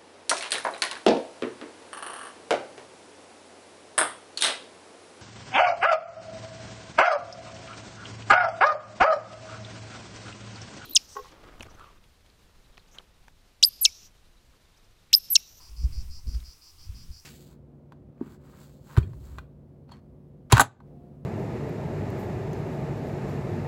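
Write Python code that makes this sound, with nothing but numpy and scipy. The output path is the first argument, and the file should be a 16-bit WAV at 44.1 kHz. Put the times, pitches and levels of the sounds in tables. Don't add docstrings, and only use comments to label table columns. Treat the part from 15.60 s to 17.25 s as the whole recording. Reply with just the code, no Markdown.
import sys
import numpy as np
from scipy import signal
from scipy.fft import rfft, irfft
from scipy.io import wavfile
from scipy.ndimage import uniform_filter1d

SR = 44100
rng = np.random.default_rng(int(sys.argv[2]) if len(sys.argv) > 2 else 0)


def int16_out(signal):
    q = np.round(np.clip(np.atleast_2d(signal).T, -1, 1) * 32767)
    wavfile.write(sys.argv[1], SR, q.astype(np.int16))


def rack_gain(trim_db):
    fader = np.asarray(trim_db, float)
    return 10 ** (fader / 20)


N = 72765

# pitch_hz, level_db (per Hz)
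AIR_SPECTRUM = [(150, -51), (300, -14.5), (550, -24), (1200, -20), (1800, -25), (2400, -21.5),
                (7000, -22.5), (15500, -26)]
# start_s, level_db (over the still air)
LEAF_RUSTLE = [
    (0, 4),
    (.17, 2.5),
    (.25, 4),
    (.42, 3.5),
    (.63, 1.2),
    (.75, 5),
    (.95, 1.6),
    (1.65, 2),
]
# start_s, level_db
GUST_LEVEL = [(0.0, -48.5), (0.182, -43.5), (0.26, -27), (0.298, -19.5), (0.344, -34), (0.38, -26.5),
              (0.408, -29), (0.614, -39.5), (0.694, -25.5), (0.72, -33.5), (0.766, -23.5), (0.804, -41),
              (1.056, -59.5), (1.272, -40.5), (1.296, -37), (1.478, -44.5), (1.502, -32.5), (1.65, -58)]
# pitch_hz, level_db (per Hz)
BUFFET_SPECTRUM = [(20, 9), (32, -10), (42, -2), (65, -0.5), (80, -1), (130, -18.5), (220, -41.5),
                   (500, -66)]
# start_s, level_db
FLUTTER_LEVEL = [(0.0, -66), (0.072, -75), (0.16, -57.5), (0.192, -61), (0.228, -51.5), (0.248, -48.5),
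                 (0.298, -54.5), (0.376, -56), (0.398, -56.5), (0.596, -64), (0.628, -79), (0.674, -43),
                 (0.872, -66.5), (1.102, -79.5), (1.354, -54.5), (1.506, -56), (1.604, -75.5), (1.65, -73)]
# pitch_hz, level_db (per Hz)
FLUTTER_SPECTRUM = [(80, -15.5), (125, -2), (200, -8.5), (300, -21.5), (480, -29), (700, -50)]
# centre_s, level_db, pitch_hz, length_s
EDDIES = [(0.137, -42.5, 52.7, .02), (0.208, -33, 52, 0.02), (0.243, -36, 134, 0.0043),
          (0.2538, -20, 60.4, 0.012), (0.387, -27.5, 56, 0.0089), (.675, -53.5, 255, 0.0094),
          (0.679, -42, 119, 0.0055), (0.688, -27.5, 57.4, 0.01), (.76, -27.5, 56.4, 0.017),
          (.825, -40.5, 56, 0.014), (0.887, -43.5, 52.3, 0.0073), (1.3, -39.5, 86.8, 0.014),
          (1.336, -43, 56.4, 0.035), (1.511, -42.5, 56, .015)]
# start_s, level_db, pitch_hz, t60_s
TICKS = [(.004, -58, 1000, .12), (.59, -61, 960, .08), (.592, -63, 810, .07), (.7445, -53, 1600, .005),
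         (.7483, -47, 1500, .003), (.7484, -43, 3300, .002), (.74845, -40, 5800, .002),
         (.7675, -55, 1800, .006), (.8028, -46.5, 3800, .016), (.804, -44, 5800, .002),
         (.8285, -47, 2200, .004)]
PHRASE_STARTS = [.0043, .1643, .3233, .5, .6698, .8383, 1.0138, 1.1848, 1.3468, 1.5156]
# length_s, level_db
PHRASES = [(0.083, -47.5), (0.081, -46), (0.091, -45), (0.084, -46), (0.085, -45.5), (0.09, -47.5),
           (0.083, -48), (.078, -49.5), (0.086, -48.5), (0.079, -47.5)]
# pitch_hz, level_db, t60_s
LOW_MODES = [
    (4320, -7.5, 0.011),
    (4550, -3.5, 0.011),
    (4740, -1, 0.012),
    (5077, 0, 0.011),
    (2500, -24, 0.012),
]
# pitch_hz, level_db, t60_s
HIGH_MODES = [
    (5440, -3, 0.013),
    (5595, 0, 0.016),
    (5946, -4, 0.013),
    (6310, -7.5, 0.0057),
    (7080, -9, 0.0087),
    (7550, -9, 0.0078),
]


def unit(x):
    return x / np.sqrt(np.mean(x ** 2))


def coloured(points):
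    hz, db = np.array(points, float).T
    f = np.maximum(np.arange(N // 2 + 1) * SR / N, 1)
    gain = rack_gain(np.interp(np.log(f), np.log(hz), db))
    return unit(irfft(rfft(rng.standard_normal(N)) * gain, N))


def band(x, hz, width_hz):
    f = np.arange(N // 2 + 1) * SR / N
    return irfft(rfft(x) * np.exp(-.5 * ((f - hz) / (width_hz / 2)) ** 2), N)


def walk(rate_hz):
    k = int(SR / rate_hz)
    return unit(uniform_filter1d(uniform_filter1d(rng.standard_normal(N), k), k))


def curve(rows):
    s, v = np.array(rows, float).T
    return np.interp(np.arange(N) / SR, s, v)


def steady(x):
    swing = uniform_filter1d(np.abs(signal.hilbert(x)), int(0.0095 * SR))
    return unit(x / (swing + 0.36) ** 0.25)


def decay(t, t60_s):
    return np.exp(-np.log(1000) * t / t60_s)


def ring(hz, t60_s, size=4096):
    t = np.arange(size) / SR
    return np.sin(2 * np.pi * hz * t) * decay(t, t60_s)


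def strike(when_s, db, modes):
    clicks = np.zeros(N + 1)
    place = np.clip(when_s * SR, 0, N - 1)
    i, fraction = place.astype(int), place % 1
    np.add.at(clicks, i, rack_gain(db) * (1 - fraction))
    np.add.at(clicks, i + 1, rack_gain(db) * fraction)
    response = np.zeros(4096)
    for k, (hz, mode_db, t60_s) in enumerate(modes):
        response += (-1) ** k * rack_gain(mode_db) * ring(hz, t60_s)
    return signal.fftconvolve(clicks, response)[:N]


def chorus():
    blur = unit(band(rng.standard_normal(N), 5330, 1620))
    return rack_gain(-68.5 + 0.4 * walk(5.1)) * blur


def air():
    hiss = coloured(AIR_SPECTRUM)
    patchy = hiss.copy()
    for hz in 400 * 2 ** (np.arange(8) / 2):
        patchy += (rack_gain(1.3 * walk(5)) - 1) * band(hiss, hz, hz / 3)
    return rack_gain(-63.5 + curve(LEAF_RUSTLE) + .3 * walk(30)) * patchy


def road():
    hum = unit(band(rng.standard_normal(N), 995, 480))
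    fade_s = 0.32
    return rack_gain(-69) * hum * np.exp(-np.arange(N) / SR / fade_s)


def wind():
    bed_db, ceiling_db = -5, -33
    buffet_db = np.minimum(bed_db + curve(GUST_LEVEL), ceiling_db)
    out = rack_gain(buffet_db) * steady(coloured(BUFFET_SPECTRUM))
    out = out + rack_gain(curve(FLUTTER_LEVEL)) * steady(coloured(FLUTTER_SPECTRUM))
    t = np.arange(N) / SR
    for centre_s, db, hz, length_s in EDDIES:
        swell = np.exp(-.5 * ((t - centre_s) / length_s) ** 2)
        out = out + rack_gain(db) * 1.79 * np.sin(2 * np.pi * hz * (t - centre_s)) * swell
    return out


def ticks():
    out = np.zeros(N + 4096)
    for start_s, db, hz, t60_s in TICKS:
        i = int(max(start_s, 0) * SR)
        out[i:i + 4096] += rack_gain(db) * ring(hz, t60_s)
    return out[:N]


def slope_echo(near):
    t = np.arange(N // 4) / SR
    onset = np.minimum(t / 0.0022, 1)
    slope = rng.standard_normal(len(t)) * decay(t, 0.27) * onset
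    slope = slope / np.sqrt(np.sum(slope ** 2))
    return rack_gain(-6.5) * band(signal.fftconvolve(near, slope)[:N], 5000, 7200)


def cicada():
    drum_hz, second_drum, first_gap_s = 109.7, .42, .0069
    rib_s, jitter_s, rib_jitter_s, scatter_db = .0018, .00015, .00004, 1.8
    length_s, phrase_db = np.array(PHRASES).T[:, :, None, None]
    start_s = np.array(PHRASE_STARTS)[:, None, None]
    click, rib = np.arange(40)[:, None], np.arange(3)
    chance = rng.standard_normal((len(PHRASES), 40, 3, 4))

    cycle = (click - 1) // 2 + second_drum * ((click - 1) % 2)
    at_s = np.where(click > 0, first_gap_s + cycle / drum_hz, 0)
    when_s = start_s + at_s + rib_s * rib
    when_s = when_s + jitter_s * chance[..., :1, 0] * (click > 0) + rib_jitter_s * chance[..., 3]

    def phrase_shape(attack_db, hold_s):
        swell_s, fade_s = 0.01, 0.0077
        swell_db = attack_db * np.exp(-at_s / swell_s)
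        return phrase_db + swell_db - 10 * np.maximum(at_s - hold_s, 0) / fade_s

    low_db = phrase_shape(-0.5, length_s) - 14 * rib + scatter_db * chance[..., 1]
    high_db = -5 + phrase_shape(-9, length_s + 0.0058) - 6 * rib + scatter_db * chance[..., 2]
    near = strike(when_s, low_db, LOW_MODES) + strike(when_s + rib_s, high_db, HIGH_MODES)
    return near + slope_echo(near)


def scene():
    return (chorus() + air() + road() + wind() + ticks() + cicada())[None]


def roll_off(x):
    return signal.sosfilt(signal.butter(12, 16340, fs=SR, output="sos"), x)


def record(dry):
    return roll_off(dry)


dry = scene()
out = record(dry)
int16_out(out)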